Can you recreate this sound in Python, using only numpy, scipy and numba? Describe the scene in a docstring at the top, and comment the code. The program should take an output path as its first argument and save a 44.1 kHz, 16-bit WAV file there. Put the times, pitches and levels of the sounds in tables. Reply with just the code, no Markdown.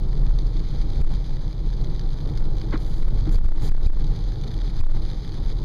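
"""Inside a car on a wet street in rain, heard by one microphone in the cabin. Bumps set body and cabin air
booming, mostly below 45 Hz, as decaying low tones over a coloured-noise drone of tyres and engine.
Rain patters and hisses on roof and glass as noise bursts, and oncoming cars throw spray that swells it.
The wiper judders, thuds and swishes among bright noise bursts. A small recorder's stepped gain control
ducks and buzzes on the loudest booms."""
import sys
import numpy as np
from scipy import signal
from scipy.fft import rfft, irfft, next_fast_len
from scipy.io import wavfile
from scipy.ndimage import uniform_filter1d
from numba import njit

SR = 44100
rng = np.random.default_rng(int(sys.argv[2]) if len(sys.argv) > 2 else 0)


def gain_from_decibels(decibels):
    """Convert decibel values to linear amplitude factors."""
    exponent = np.asarray(decibels, float) / 20
    return 10 ** exponent


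def waveform_to_disk(signal):
    """Save audio, clipped to [-1, 1], as 16-bit WAV at the path in sys.argv[1]."""
    frames = np.transpose(np.atleast_2d(signal))
    scaled = np.clip(frames, -1, 1) * 32767
    samples = np.round(scaled).astype(np.int16)
    wavfile.write(sys.argv[1], SR, samples)


N = 248724  # length of the scene [samples]


def booms():
    """Placed bumps boom low and may overlap; small random bumps keep the body modes stirring."""
    # placed bumps, strong and weak, whose low booms may overlap:
    # (time [s], level [dB], boom [Hz], swell time [s])
    bumps = [(0.545, -13, 22.5, .035), (0.677, -18.5, 38.8, .1), (0.942, -16, 40.5, .08),
             (.966, -7, 30, .009), (2.006, -15.5, 24.5, .06), (2.358, -10.5, 17.5, .065),
             (2.989, -8.5, 17.3, .06), (3.12, -25, 92, .07), (3.139, -16, 27.9, .1), (3.16, -19, 47, .03),
             (3.293, -7, 30.5, .03), (3.352, 1, 19, .04), (3.408, -6, 36, .014), (3.447, 4, 16.2, .045),
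             (3.683, 3.5, 17.6, .042), (3.834, -7, 17, .009), (3.938, -9, 30, .018),
             (4.015, -11, 24.8, .045), (4.666, -16, 22.9, .11), (4.769, -5, 20, .008)]
    # sudden jolts that ring down:
    # (time [s], level [dB], boom [Hz], fading time [s], pressure first up 1 or down -1)
    sharp_jolts = [(1.007, 10, 18, .045, 1), (3.859, 12, 16.2, .048, -1), (4.8, 12.5, 18.2, .07, -1)]
    # body modes rung by the small bumps: (frequency [Hz], rms before roughness [dB], swell time [s])
    body_modes = [(17.34, -27, 0.098), (24.14, -30.5, .08), (37.76, -30.5, .09)]
    # roughness of the road under the small bumps: (time [s], level [dB])
    roughness = [(0, 8.5), (.8, 4.5), (1.4, -2), (3, 0.5), (3.4, -7), (3.9, -4.5), (4.3, 2), (4.85, -6),
                 (5.1, -3.5), (5.64, 2)]
    small_bumps_per_s = 11

    out = np.zeros(N)
    for s, db, hz, swell in bumps:
        add(out, s, gain_from_decibels(db) * boom(hz, swell))
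    for s, db, hz, fade, way in sharp_jolts:
        add(out, s, way * gain_from_decibels(db) * jolt(hz, fade))
    for hz, db, swell in body_modes:
        # one second of road ahead of the scene, so that the modes already move at its start
        hit = rng.random(N + SR) < small_bumps_per_s / SR
        road = hit * rng.standard_normal(N + SR)
        stir = signal.oaconvolve(road, boom(hz, swell))[SR:SR + N]
        out += gain_from_decibels(db) * curve(roughness) * stir / stir.std()
    return out


def boom(hz, swell):
    """One low tone that swells, is strongest after the swell time, and dies."""
    t = np.arange(0, 8 * swell, 1 / SR)
    envelope = t / swell * np.exp(1 - t / swell)
    return envelope * np.sin(2 * np.pi * hz * t)


def jolt(hz, fade):
    """One low tone that rises fast and rings down."""
    rise = 0.022  # s
    t = np.arange(0, 6 * fade, 1 / SR)
    envelope = (1 - np.exp(-t / rise)) * np.exp(-t / fade)
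    return envelope * np.sin(2 * np.pi * hz * t)


def drone():
    """Road roughness shakes the body; its modes colour the noise."""
    # restless body rumble, tyre and engine drone: (frequency [Hz], relative level [dB per Hz])
    drone_tone = [(8, -23), (18, -3.5), (28, -8.5), (37, 0), (50, -13.5), (68, -19.5), (100, -16),
                  (118, -17), (137, -14.5), (155, -20), (180, -26), (260, -32), (290, -33.5), (313, -27),
                  (345, -32.5), (450, -36), (690, -46.5), (750, -46), (785, -39.5), (830, -43.5),
                  (1090, -50.5), (1160, -49), (1215, -55), (1275, -50), (1400, -54.5), (2600, -74)]
    # tyre load on the road: (time [s], level [dB])
    tyre_load = [(0, 3), (.4, 0), (1, 2.5), (1.6, 0), (2.8, 2.5), (3.05, 2), (3.13, 4), (3.2, 3), (3.3, 6),
                 (3.37, 4), (3.45, 3.5), (3.65, 3.5), (3.9, -1.5), (4.2, 1), (5, 0), (5.64, 1)]
    drone_db = -24  # rms before the tyre load
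    shake = rng.standard_normal(N) * flicker(1.4, 0.054)
    return gain_from_decibels(drone_db) * curve(tyre_load) * coloured(shake, drone_tone)


def rain():
    """Far drops melt into hiss, near ones patter, a few land hard."""
    # rain on the shell, heard from inside: (frequency [Hz], relative level [dB per Hz])
    rain_tone = [(400, -5), (800, -5.5), (1500, -6.5), (2500, -1.5), (4200, 2.5), (5300, 3), (6300, -5),
                 (7500, -17), (9300, -14.5), (12000, -24), (15000, -21.5)]
    # strength of the rain: (time [s], level [dB])
    strength = [(0, -3), (.3, -1), (.8, 4), (1.3, 1), (1.7, 0.5), (2.15, 1), (2.4, -0.5), (3.1, 1),
                (3.5, 3), (3.9, 1), (4.3, 0.5), (4.9, 0), (5.3, 1), (5.64, 2)]
    # largest drops: (time [s], level before the shell colours them [dB])
    large_drops = [(0.1292, -32), (0.265, -31), (0.388, -25.5), (0.961, -42.5), (1.092, -34), (1.148, -34),
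                   (1.156, -35.5), (1.7626, -50.5), (1.8453, -33), (1.994, -27.5), (2.274, -32),
                   (2.375, -27.5), (2.582, -30.5), (2.615, -28.5), (2.711, -40), (2.776, -32.5),
                   (3.2916, -31), (3.5965, -26), (3.6205, -28), (3.765, -28), (4.006, -34), (4.042, -33),
                   (4.208, -35), (4.393, -42), (4.436, -28), (4.847, -26), (5.0502, -29.5), (5.247, -30.5),
                   (5.5, -28)]
    hiss_db, patter_db = -50.5, -51  # before strength and spray
    drops_per_s = 500

    hiss = rng.standard_normal(N) * flicker(1.7, 0.023) * flicker(1.32, 0.013)
    landed = rng.random(N) < drops_per_s / SR
    hits = landed * gain_from_decibels(6.7 * np.minimum(rng.exponential(1, N), 3.2))
    # each drop takes one of 16 different splats
    kind = rng.integers(0, 16, N)
    patter = sum(signal.oaconvolve(hits * (kind == k), splat(0.0013))[:N] for k in range(16))
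    patter *= gain_from_decibels(patter_db) / patter.std()
    shower = curve(strength) * spray() * (gain_from_decibels(hiss_db) * hiss + patter)
    for s, db in large_drops:
        add(shower, s, gain_from_decibels(db) * splat(0.0022))
    return shower.std() * coloured(shower, rain_tone)  # the colouring keeps the overall rms


def splat(length):
    """A drop: a burst of noise that dies within milliseconds."""
    t = np.arange(0, 5 * length, 1 / SR)
    return rng.standard_normal(len(t)) * np.exp(-t / length) * (1 - np.exp(-t / 0.00037))


def spray():
    """Oncoming cars throw spray: a bell of gain on hiss and patter around each pass."""
    # passing cars: (time [s], extra level [dB], half length [s])
    passes = [(3.592, 2, 0.17), (4.853, 3.5, 0.55)]
    t = np.arange(N) / SR
    return gain_from_decibels(sum(db * np.exp(-((t - s) / half) ** 2) for s, db, half in passes))


def bright_bursts():
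    """Bright flickering noise: blade swishes, and at 3.31 s a burst like the recorder's gain buzz."""
    # tone of the bursts: (frequency [Hz], relative level [dB per Hz])
    burst_tone = [(1500, -2), (6000, 4), (9500, -1.5), (13000, -4.5), (15500, -9)]
    noise = rng.standard_normal(N) * flicker(2.3, 0.0036)
    return burst_levels() * coloured(noise, burst_tone)


def burst_levels():
    """Level of the bright bursts: quick edges, and a steady slide in dB along each."""
    # blade swishes, and at 3.31 s a burst like the recorder's gain buzz:
    # (start [s], length [s], first level [dB], last level [dB])
    bursts = [(2.787, 0.23, -51.5, -51), (3.31, 0.078, -34.5, -54), (3.601, 0.098, -42, -41)]
    rise, fall = 0.013, 0.014  # s
    out = np.zeros(N)
    for s, length, first_db, last_db in bursts:
        t = np.arange(0, length, 1 / SR)
        edge = np.clip(np.minimum(t / rise, (length - t) / fall), 0, 1)
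        add(out, s, edge * gain_from_decibels(first_db + (last_db - first_db) * t / length))
    return out


def wiper_knocks():
    """At each turn of the wiper the linkage judders and the panel below thuds."""
    # knocks at the ends of its travel:
    # (judder start [s], judder level [dB], judder length [s], thud level over the panel modes [dB])
    knocks = [(2.713, -30.5, 0.066, -7.5), (3.252, -49, 0.057, -11.5), (3.997, -51, 0.0327, -23.5)]
    # what the judder rings with: (frequency [Hz], width [Hz], level before the width is added [dB])
    linkage_modes = [(290, 160, 6.5), (505, 250, 10), (950, 130, 5), (1255, 290, 15.5), (1540, 370, 6),
                     (2100, 1600, 21.5), (3820, 1100, 5)]
    # panel under the windscreen that thuds at each knock: (frequency [Hz], width [Hz], level [dB])
    panel_modes = [(235, 39, -7), (313.7, 30, -4.5), (470, 250, 8.5)]

    out = np.zeros(N)
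    # wide modes die sooner, so they start louder
    struck = [(hz, width, db + 10 * np.log10(width)) for hz, width, db in linkage_modes]
    linkage = ring(struck, 0.00015)
    linkage /= np.linalg.norm(linkage)
    for s, judder_db, length, thud_db in knocks:
        size = round(length * SR)
        rough = rng.standard_normal(6000) * flicker(2.5, 0.003)[:6000]
        swell = np.sin(np.pi * np.linspace(0, 1, size) ** 0.8) ** 2  # strongest before the middle
        judder = rough[:size] * swell
        add(out, s, gain_from_decibels(judder_db) * signal.fftconvolve(judder, linkage))
        add(out, s + 0.31 * length, gain_from_decibels(thud_db) * ring(panel_modes, 0.0083))
    return out


def ring(modes, rise):
    """The dying tones of a struck part: the wider a mode, the faster it dies."""
    t = np.arange(3000) / SR
    tones = sum(gain_from_decibels(db) * np.exp(-np.pi * width * t) * np.sin(2 * np.pi * hz * t)
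                for hz, width, db in modes)
    return np.minimum(t / rise, 1) * tones


def read(points, hz):
    """A spectrum table on a log-frequency axis."""
    f, value = np.transpose(points)
    return np.interp(np.log(hz + 1), np.log(f + 1), value)


def curve(points):
    """A time table as gain, sample by sample."""
    s, db = np.transpose(points)
    return gain_from_decibels(np.interp(np.arange(N) / SR, s, db))


def coloured(x, points):
    """Causal (minimum-phase) colouring by a spectrum table, then rms 1."""
    hz = abs(np.fft.fftfreq(2 ** 16, 1 / SR))
    far_below = hz < points[0][0] / 2  # an octave under the table: nearly silent
    log_gain = np.log(gain_from_decibels(read(points, hz) - 90 * far_below))
    taps = np.fft.ifft(np.exp(np.conj(signal.hilbert(log_gain)))).real[:2 ** 15]
    y = signal.oaconvolve(x, taps)[:N]
    return y / y.std()


def flicker(db, seconds):
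    """A random gain that wanders by db (rms) over the given time."""
    wander = uniform_filter1d(rng.standard_normal(N), max(round(seconds * SR), 1))
    return gain_from_decibels(db * wander / wander.std())


def add(mix, s, sound):
    """Mixes a sound in at a time, cut at the end of the mix."""
    part = mix[round(s * SR):][:len(sound)]
    part += sound[:len(part)]


def scene():
    """Everything reaches one microphone in the cabin."""
    return (booms() + drone() + rain() + bright_bursts() + wiper_knocks())[None]


@njit
def gain_steps(level, ceiling, fall_every, rise_every, hold):
    """Counts steps down while over the ceiling, waits, then slowly counts back up."""
    steps, count, wait, quiet = np.zeros(len(level)), 0, 0.0, 0.0
    for n in range(len(level)):
        wait += 1
        quiet = quiet + 1 if level[n] - count < ceiling else 0.0
        if quiet == 0 and wait >= fall_every:
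            count, wait = count + 1, 0.0
        elif quiet > hold and count > 0 and wait >= rise_every:
            count, wait = count - 1, 0.0
        steps[n] = count
    return steps


def gain_control(x):
    """Loud peaks push the gain down in audible steps; it climbs back after a quiet wait."""
    step_db, ceiling_db = 0.7, -8.8
    clock = 18.4  # samples: about one step down a tick (a buzz near 2.4 kHz), one up every eight
    hold = 0.016 * SR  # samples under the ceiling before it climbs
    level = 20 * np.log10(abs(x) + 1e-9) / step_db  # in steps
    steps = gain_steps(level, ceiling_db / step_db, clock - 0.4, 8 * clock, hold)
    return x * gain_from_decibels(-step_db * steps)


def tone_filter(x):
    """Fixed notches after the gain control; subsonics and treble are rolled off."""
    # notches: (frequency [Hz], width [Hz])
    notches = [(2720, 630), (5510, 746), (8000, 850), (10920, 400)]
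    size = next_fast_len(N)
    hz = np.fft.rfftfreq(size, 1 / SR)
    gain = np.prod([np.hypot(hz - f, 25) / np.hypot(hz - f, width) for f, width in notches], axis=0)
    low_cut = 1j * hz / (1j * hz + 13)
    gentle_cut = 1 / (1 + 1j * hz / 5500)
    steep_cut = 1 / np.sqrt(1 + (hz / 14500) ** 24)
    return irfft(rfft(x, size) * gain * low_cut * gentle_cut * steep_cut, size)[:N]


def low_pass(x):
    """Removes everything above the highest recorded frequency."""
    return signal.sosfilt(signal.butter(12, 15640, fs=SR, output="sos"), x)


def record(dry):
    """Stepped gain control, then a fixed tone filter."""
    levelled = gain_control(dry[0])
    mix = tone_filter(levelled)[None]
    return low_pass(mix)


dry = scene()
out = record(dry)
waveform_to_disk(out)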